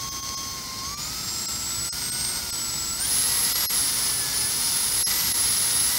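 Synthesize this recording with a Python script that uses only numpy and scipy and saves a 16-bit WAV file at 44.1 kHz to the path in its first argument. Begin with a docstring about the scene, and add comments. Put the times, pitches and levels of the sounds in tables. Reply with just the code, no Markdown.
"""First comes the high whine of a cordless drill, spinning a circle cutter over a clamped plastic sheet.
The trigger is squeezed further in two steps and the motor's speed drives everything: the fan whines at 23
times the shaft rate, the poles hum at 4 times, the gearbox chatters and cooling air hisses, all growing
with speed. Surfaces near the single microphone add short echoes, a low rumble fills the place, and now
and then the level dips briefly."""
import sys
import numpy as np
from scipy.fft import rfft, irfft, next_fast_len
from scipy.io import wavfile
from scipy.ndimage import map_coordinates

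SR = 44100
rng = np.random.default_rng(int(sys.argv[2]) if len(sys.argv) > 2 else 0)


def file_out(sig):
    """Save sig as 16-bit WAV at sys.argv[1]."""
    # one column per channel
    cols = np.atleast_2d(sig).T
    # limit, then scale
    lim = np.clip(cols, -1, 1)
    pcm = np.round(lim * 32767).astype(np.int16)
    wavfile.write(sys.argv[1], SR, pcm)


N = 263718
TIME_S = np.arange(N) / SR
CRUISE_HZ = 350  # shaft speed at which growth() adds nothing


def amp(db):
    """Decibels to gain."""
    return 10 ** (np.asarray(db) / 20)


def unit(x):
    """Scale to rms 1."""
    return x / np.sqrt(np.mean(x ** 2) + 1e-20)


def wobble(rate):
    """A smooth random curve, rate knots a second."""
    return map_coordinates(rng.standard_normal(int(N * rate / SR) + 4), [TIME_S * rate])


def filtered(x, response):
    """Pass x through a complex response of frequency."""
    size = next_fast_len(N + SR // 2)
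    return irfft(rfft(x, size) * response(np.fft.rfftfreq(size, 1 / SR)), size)[:N]


def noise(spectrum):
    """Noise of rms 1, coloured by (pitch_hz, gain_db) points on a log axis."""
    hz, db = np.transpose(spectrum)
    colour = lambda f: amp(np.interp(np.log(f + 1), np.log(hz), db))
    return unit(filtered(rng.standard_normal(N), colour))


def tone(turns, db):
    """A sine of the given rms level, starting at a random phase."""
    return np.sqrt(2) * amp(db) * np.sin(2 * np.pi * (turns + rng.random()))


def resonate(force, modes):
    """A force rings damped modes (pitch_hz, width_hz, gain_db) of alternating sign."""
    def response(f):
        return sum((-1) ** k * amp(db) * 1j * f * width / (hz * hz - f * f + 1j * f * width)
                   for k, (hz, width, db) in enumerate(modes))
    return filtered(force, response)


def growth(speed, db_per_octave):
    """Level gained over cruising speed, in dB."""
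    return db_per_octave * np.log2(speed / CRUISE_HZ)


# The motor shaft as the trigger goes in: time_s, speed_hz
SHAFT_SPEED = [(0.0, 273.4), (0.54, 270.4), (0.6, 263.5), (0.82, 265.5), (1.11, 319.7), (1.35, 332.0),
               (1.61, 332.4), (1.86, 344.8), (2.03, 362.8), (2.29, 370.6), (2.59, 341.7), (2.9, 336.7),
               (2.98, 347.6), (3.02, 392.7), (3.05, 402), (3.11, 474), (3.25, 474), (3.3, 484.6),
               (3.45, 478.6), (3.54, 493.2), (3.71, 492.2), (3.85, 459.5), (4.32, 422), (4.39, 435.5),
               (4.44, 428.8), (4.65, 453), (4.84, 461.5), (4.91, 444.4), (4.98, 476), (5.2, 499.1),
               (5.46, 469.8), (5.78, 466), (5.98, 493)]


def shaft_speed(hunt_s=4.078, hunt_half_s=0.16, hunt_hz=9.1, hunt_depth=0.012):
    """Turns per second, set by trigger and load; the motor hunts up and down as it sags at full trigger."""
    speed = np.interp(TIME_S, *np.transpose(SHAFT_SPEED))
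    age = TIME_S - hunt_s
    hunt = hunt_depth * np.cos(2 * np.pi * hunt_hz * age) * np.exp(-(age / hunt_half_s) ** 2)
    jitter = .0007 * wobble(60)
    drift = .0013 * (CRUISE_HZ / speed) ** 3 * wobble(18)  # a slow motor drifts more
    return speed * (1 + hunt + jitter + drift)


# Where reflections cancel the whine at the microphone: pitch_hz, half_width_hz, depth_db
WHINE_NULLS = [(6114, 63, -12), (6750, 200, -9), (7354, 180, -13), (8205, 152, -12.5), (9700, 118, -11.5),
               (10333, 400, -3), (11353, 245, -8.5)]


def fan_whine(speed, turns, blades=23, cruise_db=-31.5, flutter_db=1.2, waver_db=0.3):
    """The blade tone grows with speed and sinks wherever its pitch crosses a null."""
    null_db = sum(db * np.exp(-((blades * speed - hz) / width) ** 2) for hz, width, db in WHINE_NULLS)
    level_db = cruise_db + growth(speed, db_per_octave=16.5) + null_db
    return tone(blades * turns, level_db + flutter_db * wobble(70) + waver_db * wobble(20))


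# How loudly the motor's shell gives off a pole tone, before growth with speed: pitch_hz, level_db
MOTOR_SHELL = [(1040, -37.5), (1090, -34), (1160, -35), (1210, -46), (1720, -49.5), (1820, -61),
               (1980, -50.5), (2140, -45), (2180, -56), (2320, -46), (2750, -62), (3190, -52),
               (3270, -40.5), (3400, -64), (3700, -52), (6000, -72)]


def pole_hum(speed, turns, poles=4, flutter_db=1.97):
    """The poles' tone and two overtones swell and fade as they slide over the shell's resonances."""
    hz, db = np.transpose(MOTOR_SHELL)
    shell_db = lambda k: np.interp(np.log(k * speed), np.log(hz), db)
    growth_db = growth(speed, db_per_octave=16.5)
    return sum(tone(k * turns, shell_db(k) + growth_db + flutter_db * wobble(40))
               for k in (poles, 2 * poles, 3 * poles))


# The shaft at slow, middle and full trigger: speed_hz
TRIGGER_SPEEDS = [272, 345, 470]
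# Faint tones behind the whine: cycles_per_turn
SHAFT_MULTIPLES = [1, 2, 16, 22, 46]
# Their levels at the microphone, one row a tone: slow_db, middle_db, full_db
SHAFT_TONE_LEVELS = [(-59.5, -60.5, -56.5), (-81, -63, -56), (-48, -47, -65), (-62, -66, -62),
                     (-58, -50, -62)]


def shaft_tones(speed, turns, waver_db=2):
    """Weak tones locked to the shaft, their balance shifting with its speed."""
    return sum(tone(k * turns, np.interp(speed, TRIGGER_SPEEDS, db) + waver_db * wobble(25))
               for k, db in zip(SHAFT_MULTIPLES, SHAFT_TONE_LEVELS))


# Thin, steady high tones at the start: pitch_hz, level_db
THIN_HIGH_TONES = [(6794, -61), (7887, -70), (12522, -69), (14686, -51)]


def opening_tones(hold_s=0.45, fade_s=0.45, waver_db=1.5):
    """Thin high tones hold their pitch and fade within the first second."""
    fade = np.clip(1 - (TIME_S - hold_s) / fade_s, 0, 1)
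    return fade * sum(tone(hz * TIME_S, db + waver_db * wobble(23)) for hz, db in THIN_HIGH_TONES)


# Resonances of the gearbox housing: pitch_hz, width_hz, gain_db
HOUSING_MODES = [(950, 200, -10.5), (1362, 190, -11.5), (2065, 450, -11.5), (3140, 73, -9),
                 (3550, 310, -11.5), (4320, 430, -5), (4650, 248, -1), (5106, 123, 2.5), (5560, 193, -1.5),
                 (6230, 660, -6.5), (6960, 480, -8.5), (8100, 850, -12)]


def gearbox(turns, level_db, teeth=9, scatter_db=3.5, planet_db=0.5, rattle_db=0.7):
    """Teeth strike, each with its own force, and slide in between; both ring the housing."""
    strikes = np.flatnonzero(np.diff(np.floor(teeth * turns)))
    force = np.zeros(N)
    force[strikes] = rng.standard_normal(len(strikes))
    force[strikes] *= amp(scatter_db * rng.standard_normal(len(strikes)))
    sliding = rng.standard_normal(N)
    chatter = unit(resonate(unit(force) + sliding, HOUSING_MODES))
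    planet_turns = .64 * turns  # the load swells once for each turn of a planet gear
    load_db = planet_db * np.sin(2 * np.pi * planet_turns) + rattle_db * wobble(60)
    return chatter * amp(level_db + load_db)


# Colour of the air leaving the vents: pitch_hz, gain_db
AIR_SPECTRUM = [(100, -19), (400, -5.5), (650, -10.5), (950, -5), (1600, -2), (2500, -7), (3000, 0),
                (4000, -0.5), (7500, 0.5), (11500, 3.5), (13200, 1.5), (14600, 0), (15150, -4),
                (15500, 4.5)]


def cooling_air(speed, cruise_db=-34, flutter_db=0.5):
    """A broad hiss from the motor's vents, rising steeply in level with speed."""
    level_db = cruise_db + growth(speed, db_per_octave=19)
    return noise(AIR_SPECTRUM) * amp(level_db + flutter_db * wobble(120))


def near_echo(x, near_s=.00142, near_gain=0.13, later_gain=.05):
    """A hard surface adds a path half a metre longer to the microphone; weaker reflections follow."""
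    later_s = rng.uniform(.003, .02, 8)
    echo = lambda f, s: np.exp(-2j * np.pi * f * s)
    later = lambda f: sum(echo(f, s) for s in later_s)
    return filtered(x, lambda f: 1 + near_gain * echo(f, near_s) + later_gain * later(f))


# Colour of the ambience around the work: pitch_hz, gain_db
RUMBLE_SPECTRUM = [(15, -40), (26, -25), (33, -7), (42, -9), (50, -4), (60, 2), (85, -4), (110, 0),
                   (160, -5), (280, -7), (380, -13), (650, -18), (1500, -21.5), (8000, -86)]


def background(rumble_db=-42, mains_hz=59, mains_db=-59):
    """The place itself: a steady low rumble with a faint mains drone."""
    rumble = noise(RUMBLE_SPECTRUM) * amp(rumble_db + 0.12 * wobble(9))
    return rumble + tone(mains_hz * TIME_S, mains_db + 3 * wobble(2.4))


# Brief dips in the chatter and hiss: middle_s, half_width_s, depth_db
LEVEL_DIPS = [(.105, .011, -14), (.215, .011, -13), (.361, .01, -16), (.96, .014, -12), (1.472, .008, -17),
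              (1.909, .014, -40), (2.111, .006, -20), (2.517, .008, -18), (3.54, .01, -12),
              (3.68, .015, -36), (5.048, .015, -40), (5.333, .008, -15)]


def dips():
    """Gain in dB: the level sinks for a few hundredths of a second and returns."""
    return sum(db * np.exp(-np.abs((TIME_S - s) / width) ** 3) for s, width, db in LEVEL_DIPS)


# Thin, narrow tones that linger while the level dips: pitch_hz, width_hz, gain_db
DIP_TONES = [(4220, 12, 2), (5080, 4.7, 8.5), (5090, 30, 10.5), (5605, 26, 7), (6420, 84, 3)]


def dip_tones(level_db):
    """Each thin tone is noise passed twice through a narrow band."""
    tones = np.zeros(N)
    for hz, width, db in DIP_TONES:
        band = [(hz, width, db)]
        narrow = resonate(resonate(rng.standard_normal(N), band), band)
        tones += amp(db) * unit(narrow)
    return unit(tones) * amp(level_db)


# A sharp tick from the spinning tool, before the echoes: start_s, peak_db
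TOOL_TICKS = [(2.248, -14.5)]


def ticks(decay_s=0.00053):
    """A short crack rings the housing."""
    out = np.zeros(N)
    for start_s, peak_db in TOOL_TICKS:
        age = TIME_S - start_s
        burst = rng.standard_normal(N) * (age >= 0) * np.exp(-np.abs(age) / decay_s)
        crack = resonate(burst, HOUSING_MODES)
        out += amp(peak_db) * crack / np.abs(crack).max()
    return out


def scene(gear_cruise_db=-32, load_db=0.19):
    """The drill and its surroundings at one microphone, the same in both channels."""
    speed = shaft_speed()
    turns = np.cumsum(speed) / SR
    gear_db = gear_cruise_db + growth(speed, db_per_octave=6.5) + load_db * wobble(10)
    rush = near_echo(gearbox(turns, gear_db) + cooling_air(speed) + ticks())
    # in a dip the rush gives way to thin tones; hum and rumble sink less, and the whine carries through
    dip_db = dips()
    mono = rush * amp(dip_db) + dip_tones(gear_db - 1) * (1 - amp(dip_db))
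    mono += shaft_tones(speed, turns) * amp(dip_db)
    mono += fan_whine(speed, turns)
    mono += pole_hum(speed, turns) * amp(0.34 * dip_db)
    mono += opening_tones()
    mono += background() * amp(0.79 * dip_db)
    return np.array([mono, mono])


def record(dry, top_hz=15750):
    """The recorder keeps nothing above its band limit."""
    return np.array([filtered(channel, lambda f: f < top_hz) for channel in dry])


dry = scene()
out = record(dry)
file_out(out)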